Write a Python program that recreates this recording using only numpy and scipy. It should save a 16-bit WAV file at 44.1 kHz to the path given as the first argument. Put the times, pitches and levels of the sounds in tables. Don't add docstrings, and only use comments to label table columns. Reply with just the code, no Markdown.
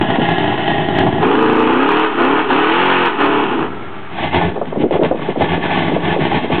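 import sys
import numpy as np
from scipy import signal
from scipy.fft import rfft, irfft
from scipy.io import wavfile
from scipy.ndimage import uniform_filter1d

SR = 44100
rng = np.random.default_rng(int(sys.argv[2]) if len(sys.argv) > 2 else 0)


def unload_audio(sound):
    columns = np.transpose(np.atleast_2d(sound))
    steps = np.round(np.clip(columns, -1, 1) * 32767)
    wavfile.write(sys.argv[1], SR, steps.astype(np.int16))


N = 291060
T = np.arange(N) / SR
BINS_HZ = np.fft.rfftfreq(8192, 1 / SR)
CRUISE_CPS = 32.15
BARK_HZ, RASP_HZ = 560, 1400

# centre in Hz, width in Hz, relative gain in dB.
NEAR_RESONANCES = [(90, 57, -8), (175.5, 43, -0.5), (244, 21, -6.5), (329, 98, -4.5), (416, 59, -9),
                   (657, 69, -7), (810, 154, -1.5), (1122, 54, -6.5), (1490, 160, -20), (1754, 110, -12.5),
                   (2088, 220, -16), (2550, 600, -20), (3224, 680, -21)]


def revving(cycles, open_s=.032, shut_s=.041, kick_s=.07, pulling_cps=27.2, lock_cps=38):
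    # start in s, length in s, opening 0-1, bark kick in dB, extra rasp in dB.
    stabs = [(1.205, .845, 1, 2.5, .3), (2.168, .232, 1, 4, -.3), (2.482, .59, .95, 2.5, 1.8),
             (3.18, .25, .85, 5, -.3), (3.48, .16, .3, 1, -.5)]
    # shut level in dB, dB added when open, dB per doubling of speed.
    tone = [(-22, 6.5, -7.5), (-24, 6.5, 2.5), (-27.5, 5.5, 7)]
    # centre in Hz, width in Hz, relative gain in dB.
    pipe = [(126, 58, -14), (180, 32, -10), (259, 86, -1), (350, 44, 2), (420, 44, 2.5), (513, 17, -15.5),
            (855, 174, -5.5), (1037, 140, -9.5), (1210, 180, -9.5), (1452, 140, -11.5), (1774, 270, -13.5),
            (2490, 730, -15), (2990, 493, -15.5)]
    speed_cps = np.gradient(cycles) * SR
    throttle = edge_db = kick_db = 0
    for start_s, length_s, opening, bark_db, rasp_db in stabs:
        stab = held(start_s, length_s, open_s, shut_s)
        throttle += opening * stab
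        edge_db += rasp_db * stab
        kick_db += bark_db * held(start_s, open_s, open_s, kick_s)
    doublings = np.log2(np.maximum(speed_cps, pulling_cps) / CRUISE_CPS)
    boom_db, bark_db, rasp_db = (shut + gain * throttle + slope * doublings for shut, gain, slope in tone)
    locked = np.clip(throttle * speed_cps / lock_cps, .12, .9)
    levels_db = boom_db + 10 * np.log10(1 - locked), bark_db + kick_db, rasp_db + edge_db + .96 * kick_db
    clicks = firings(cycles, uneven_db=2, jitter_s=.0001)
    roar = exhaust(clicks, pipe, levels_db, rough_db=(-2, 0, 4), puff_s=.0025, wet_db=4)
    hum = at_level(drone(cycles), boom_db + 10 * np.log10(locked) + 1)
    return colour(roar + hum, np.sqrt(1 - below(72)))


def drone(cycles, waver_db=2):
    # centre in Hz, width in Hz, relative gain in dB.
    pipe = [(146, 14, -11.5), (184, 30, -5), (233, 34, -6), (270.7, 32.5, 5.5), (322, 25, 6), (382, 76, 0),
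            (437, 48, 4.5), (536, 52, -5.5)]
    # harmonic modulo 8, relative strength in dB.
    pattern = [(0, 3.5), (1, -4), (2, -9.5), (3, 2), (4, -2), (5, -5), (6, -7), (7, -9.5)]
    t = np.linspace(0, T[-1], 300)
    speed_cps = np.interp(t, T, np.gradient(cycles) * SR)
    ring = ringing(pipe)
    out = np.zeros(N)
    for k in range(3, 25):
        strength_db = pattern[k % 8][1] + waver_db * rng.standard_normal(len(t))
        strength = gain_of(strength_db) * np.interp(k * speed_cps, BINS_HZ, ring)
        phase = .45 * rng.random()
        out += np.interp(T, t, strength) * np.cos(2 * np.pi * (k * cycles + phase))
    return out


def far_idle(cycles):
    # centre in Hz, width in Hz, relative gain in dB.
    pipe = [(100, 59, -12), (152, 65, -3), (236, 49, -7), (334, 110, -4.5), (387, 99, -8), (686, 90, -4.5),
            (806, 67, 2), (1026, 167, -11), (1445, 115, -14.5), (1704, 81, -6.5), (1879, 63, -4.5),
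            (2070, 150, -10.5), (2700, 560, -16), (3125, 550, -12)]
    # time in s, boom in dB, rasp in dB.
    loudness = [(0, -14.5, -21.5), (.25, -18, -20.5), (.48, -18, -23), (.6, -23, -24), (.68, -19, -20),
                (.92, -19, -27), (.99, -15, -18), (1.07, -13, -28.5), (1.11, -18.5, -28.5),
                (1.23, -16.5, -28)]
    boom_db, rasp_db = curve(loudness)
    levels_db = boom_db, (boom_db + rasp_db) / 2 + .67, rasp_db
    clicks = firings(cycles, uneven_db=1.9, jitter_s=.0005)
    return exhaust(clicks, pipe, levels_db, rough_db=(-4, 1, 8), puff_s=.0077, wet_db=2.5)


def coasting(cycles):
    # centre in Hz, width in Hz, relative gain in dB.
    pipe = [(90, 26, -3), (180.54, 37, -0.5), (270, 63, -10), (394, 110, -4.5), (840, 260, -8),
            (1350, 470, -10.5), (1990, 1200, -12), (3040, 680, -16)]
    # level at CRUISE_CPS in dB, dB per doubling of speed.
    tone = [(-24, 9), (-31, 3.5), (-37, 0)]
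    doublings = np.log2(np.gradient(cycles) * SR / CRUISE_CPS)
    levels_db = [db + slope * doublings for db, slope in tone]
    clicks = firings(cycles, uneven_db=3.5, jitter_s=.00033)
    return exhaust(clicks, pipe, levels_db, rough_db=(-8, 2, 6), puff_s=.0095, wet_db=8)


def near_idle(cycles):
    # time in s, boom in dB, rasp in dB.
    loudness = [(4.1, -29.5, -35.5), (4.24, -22.5, -21), (4.305, -27, -30), (4.35, -16.5, -18),
                (4.48, -16.5, -27), (5.5, -17, -22.5), (5.75, -19.5, -19.5), (5.9, -15.5, -24),
                (6.1, -17, -21.5), (6.6, -17.5, -22.5)]
    boom_db, rasp_db = curve(loudness)
    levels_db = boom_db, rasp_db + .5, rasp_db
    clicks = firings(cycles, uneven_db=6, jitter_s=.0005)
    return exhaust(clicks, NEAR_RESONANCES, levels_db, rough_db=(-7, -4, 3), puff_s=.0079, wet_db=7.5)


def firings(cycles, uneven_db, jitter_s):
    # relative pulse strength in dB, extra header travel in s.
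    cylinders = [(8, .0005), (-19, 0.0038), (-3.5, .0008), (-2.5, .0001), (-5.5, 0.002), (0.5, .0006),
                 (-4.5, 0.001807), (-10, .0011)]
    fired = np.flatnonzero(np.diff(np.floor(cycles * len(cylinders))))
    strength_db, lag_s = np.array(cylinders)[np.arange(len(fired)) % len(cylinders)].T
    burn, timing = rng.standard_normal((2000, 2))[:len(fired)].T
    arrival = np.clip(fired + (lag_s + jitter_s * timing) * SR, 0, N - 1).astype(int)
    return np.bincount(arrival, gain_of(strength_db + uneven_db * burn), N)


def puffs(clicks, decay_s, steady=.35):
    gate = signal.lfilter([1], [1, -np.exp(-1 / (decay_s * SR))], clicks)
    return unit_rms((unit_rms(gate) + steady) * rng.standard_normal(N))


def exhaust(clicks, pipe, levels_db, rough_db, puff_s, wet_db):
    shares = below(BARK_HZ), below(RASP_HZ) - below(BARK_HZ), 1 - below(RASP_HZ)
    clean = driveway(unit_rms(clicks), wet_db, t60_s=.41)
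    noisy = driveway(puffs(clicks, puff_s), wet_db, t60_s=.35)
    out = np.zeros(N)
    for share, level_db, noise_db in zip(shares, levels_db, rough_db):
        band = colour(clean + gain_of(noise_db) * noisy, ringing(pipe) * np.sqrt(abs(share)))
        out += at_level(band, level_db)
    return out


def chugs(decay_s=.018, level_db=-9, bark_lift_db=4):
    # start in s, relative peak in dB.
    bursts = [(0.155, 2.5), (0.525, -9), (.715, -9), (1.067, -4), (1.222, -1), (4.182, -6.5), (4.329, -3),
              (4.412, 1.5), (5.408, 0), (5.643, -11), (5.821, -8), (6.124, -7), (6.317, -5)]
    envelope = sum(gain_of(db) * (T >= s) * np.exp(-abs(T - s) / decay_s) for s, db in bursts)
    ring = ringing(NEAR_RESONANCES) * (1 - below(BARK_HZ)) * gain_of(bark_lift_db * below(RASP_HZ))
    return gain_of(level_db) * envelope * unit_rms(colour(rng.standard_normal(N), ring))


def driveway(x, wet_db, t60_s, drift_hz=.9):
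    # delay in s, gain in dB.
    echoes = [(.0031, -6.5), (.0093, -14.5), (.0172, -14), (0.0293, -12), (.047, -15.5)]
    t = T[:SR // 3]
    scatter = rng.standard_normal((2, len(t))) * gain_of(-60 * t / t60_s) * (t > .012)
    scatter *= gain_of(wet_db) / np.linalg.norm(scatter[0])
    here, there = signal.oaconvolve(x[None], scatter, axes=1)[:, :N]
    angle = 2 * np.pi * drift_hz * T
    out = x + here * np.cos(angle) + there * np.sin(angle)
    for delay_s, db in echoes:
        lag = round(delay_s * SR)
        out[lag:] += gain_of(db) * x[:N - lag]
    return out


def wind(flutter_db=-24, flutter_hz=230, lumpy_db=3, boost_knee_db=-5):
    pressure = gusts()
    flutter = colour(rng.standard_normal(N), log_bell(BINS_HZ + 1, flutter_hz, spread=.96))
    lumps = unit_rms(smooth(rng.standard_normal(N), .0055))
    flutter = unit_rms(flutter * gain_of(lumpy_db * lumps))
    boost = np.hypot(1, pressure / gain_of(boost_knee_db))
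    return pressure * (1 + gain_of(flutter_db) * flutter) + boost * thumps()


def gusts(rise_db_per_s=257.5, fall_db_per_s=379.5):
    # start in s, length in s, pressure in dB.
    plateaus = [(0.053, 0.017, 1), (.125, 0.014, -1.5), (0.176, 0.022, 1.5), (0.568, 0.0093, -2.5),
                (4.401, 0.01494, -1.5), (4.545, .24, 8), (4.863, 0.031, 9.5), (4.93, 0.025, -0.5),
                (4.992, 0.012, 5.5), (5.081, 0.027, 3.5), (5.131, 0.07, 8.5), (5.241, 0.055, 1),
                (5.343, 0.033, 9), (5.473, 0.0058, 1), (5.59, .012, 5.5), (5.685, 0.012, 1),
                (5.906, 0.029, 0), (5.982, 0.04, 3.5), (6.174, 0.013, 4.5), (6.283, 0.013, 0.5),
                (6.404, .02, 0.5), (6.475, 0.028, 3.5)]
    pressure = np.zeros(N)
    for start_s, length_s, db in plateaus:
        drop_db = np.maximum(rise_db_per_s * (start_s - T), fall_db_per_s * (T - start_s - length_s))
        pressure = np.maximum(pressure, gain_of(db - drop_db.clip(0)))
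    return smooth(pressure, .0045)


def thumps(rise_s=.0026, level_db=1, wake_db=-13, wake_s=.012):
    # start in s, relative peak in dB, centre in Hz.
    eddies = [(0.184, -4, 324), (4.558, -15.5, 447), (4.575, -9.5, 391.8), (4.614, -4.5, 506.9),
              (4.724, -13, 510.7), (4.758, -11.5, 515), (4.769, -7.5, 280), (4.802, -9, 283.3),
              (4.815, -11, 331), (4.834, 0, 328), (4.908, -4.5, 384.3), (4.938, -9, 576), (4.951, -4, 390),
              (4.962, -8.5, 545), (4.992, -3, 367), (5.013, -4, 340.7), (5.023, -3, 410), (5.04, -10, 510),
              (5.054, -7, 350), (5.111, 0, 460), (5.145, -12, 370), (5.286, -7, 389.4),
              (5.358, -10.5, 435.5), (5.374, -7.5, 378), (5.407, -8.5, 331), (5.577, -8, 284.6),
              (5.916, -10, 430), (5.934, -7.5, 298), (5.963, -1, 338), (6.162, -6, 412),
              (6.188, -6.5, 312.5), (6.444, -11.5, 406), (6.5, -8, 282.2)]
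    out, t = np.zeros(N), T[:4096]
    hz = np.fft.rfftfreq(len(t), 1 / SR) + 1
    envelope = t / rise_s * np.exp(-t / rise_s) + gain_of(wake_db) * t / wake_s * np.exp(-t / wake_s)
    for start_s, db, centre_hz in eddies:
        eddy = envelope * irfft(rfft(rng.standard_normal(len(t))) * log_bell(hz, centre_hz, spread=.44))
        part = out[round(start_s * SR):][:len(t)]
        part += gain_of(db + level_db) * eddy[:len(part)] / abs(eddy).max()
    return out


def gain_control(x, limit_db=-5, recover_db_per_s=445, sense_s=.004):
    over_db = np.maximum(10 * np.log10(abs(smooth(x ** 2, sense_s)) + 1e-9) - limit_db, 0)
    recovery_db = recover_db_per_s * T
    return x / gain_of(np.maximum.accumulate(over_db + recovery_db) - recovery_db)


def gain_of(db):
    return 10 ** (np.asarray(db) / 20)


def unit_rms(x):
    return x / np.sqrt(np.mean(x ** 2) + 1e-20)


def at_level(x, level_db):
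    return gain_of(level_db) * x / np.sqrt(abs(smooth(x ** 2, .099)) + 1e-9)


def curve(rows):
    times_s, *columns = np.transpose(rows)
    return [np.interp(T, times_s, column) for column in columns]


def held(start_s, length_s, attack_s, release_s):
    return np.clip(np.minimum((T - start_s) / attack_s, 1 - (T - start_s - length_s) / release_s), 0, 1)


def smooth(x, window_s):
    size = max(int(window_s * SR), 2)
    return uniform_filter1d(uniform_filter1d(x, size), size)


def ringing(pipe):
    return np.sqrt(sum(gain_of(db) ** 2 / (1 + 2 * ((BINS_HZ - centre_hz) / width_hz) ** 2) ** 2
                       for centre_hz, width_hz, db in pipe))


def below(edge_hz):
    return 1 / (1 + (BINS_HZ / edge_hz) ** 16)


def log_bell(hz, centre_hz, spread):
    return np.exp(-.5 * (np.log(hz / centre_hz) / spread) ** 2)


def colour(x, gain):
    log_gain = np.log(np.maximum(np.r_[gain, gain[-2:0:-1]], 1e-5))
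    taps = np.fft.ifft(np.exp(np.conj(signal.hilbert(log_gain)))).real
    return signal.oaconvolve(x, taps[:len(gain)])[:N]


def scene(fade_s=.086):
    # time in s, speed in cps.
    idle = [(0, 11.2), (.5, 10.18), (.92, 9.35), (1.05, 13.7)]
    revved = [(1.25, 22.92), (1.31, 25.03), (1.41, 27.9), (1.67, 28.6), (1.93, 37.45), (2.05, 40.2),
              (2.19, 30.42), (2.24, 31.82), (2.4, 38.89), (2.52, 32.81), (2.81, 44.93), (2.89, 46.07),
              (3.08, 42.72), (3.16, 34.9), (3.44, 36.69), (3.52, 31.74)]
    run_down = [(3.62, 28.2), (3.8, 19.3), (4.1, 13.4), (4.7, 7.77), (5.4, 8.4), (6.6, 7.86)]
    speed_cps, = curve([*idle, *revved, *run_down])
    cycles = np.cumsum(speed_cps) / SR
    opened, lifted, arrived = (np.clip((T - s) / fade_s + .5, 0, 1) for s in (1.225, 3.66, 4.14))
    stages = [(far_idle, 1 - opened), (revving, opened - lifted),
              (coasting, lifted - arrived), (near_idle, arrived)]
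    engine = sum(np.sqrt(abs(share)) * stage(cycles) for stage, share in stages)
    return (engine + chugs() + wind())[None]


def record(dry, low_cut_hz=38, band_hz=4400, edge_hz=15800):
    # frequency in Hz, gain in dB.
    response = [(20, -17), (45, -18.5), (75, 1), (3300, -2.5), (3700, -2.5), (4100, -8.5), (4400, -19),
                (4600, -64), (4800, -94)]
    hz, db = np.transpose(response)
    low_cut = signal.butter(4, low_cut_hz, "highpass", fs=SR, output="sos")
    ducked = signal.sosfilt(low_cut, gain_control(dry[0]))
    heard = colour(ducked, gain_of(np.interp(BINS_HZ, hz, db)))
    rounded = heard / (1 + (heard / .78) ** 4) ** .25
    narrow = signal.oaconvolve(rounded, signal.firwin(301, band_hz, window=("kaiser", 8), fs=SR), "same")
    clipped = np.clip(narrow - .046, -.71, .71)
    high_cut = signal.firwin(511, edge_hz, window=("kaiser", 9), fs=SR)
    return signal.oaconvolve(clipped, high_cut, "same")[None]


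dry = scene()
out = record(dry)
unload_audio(out)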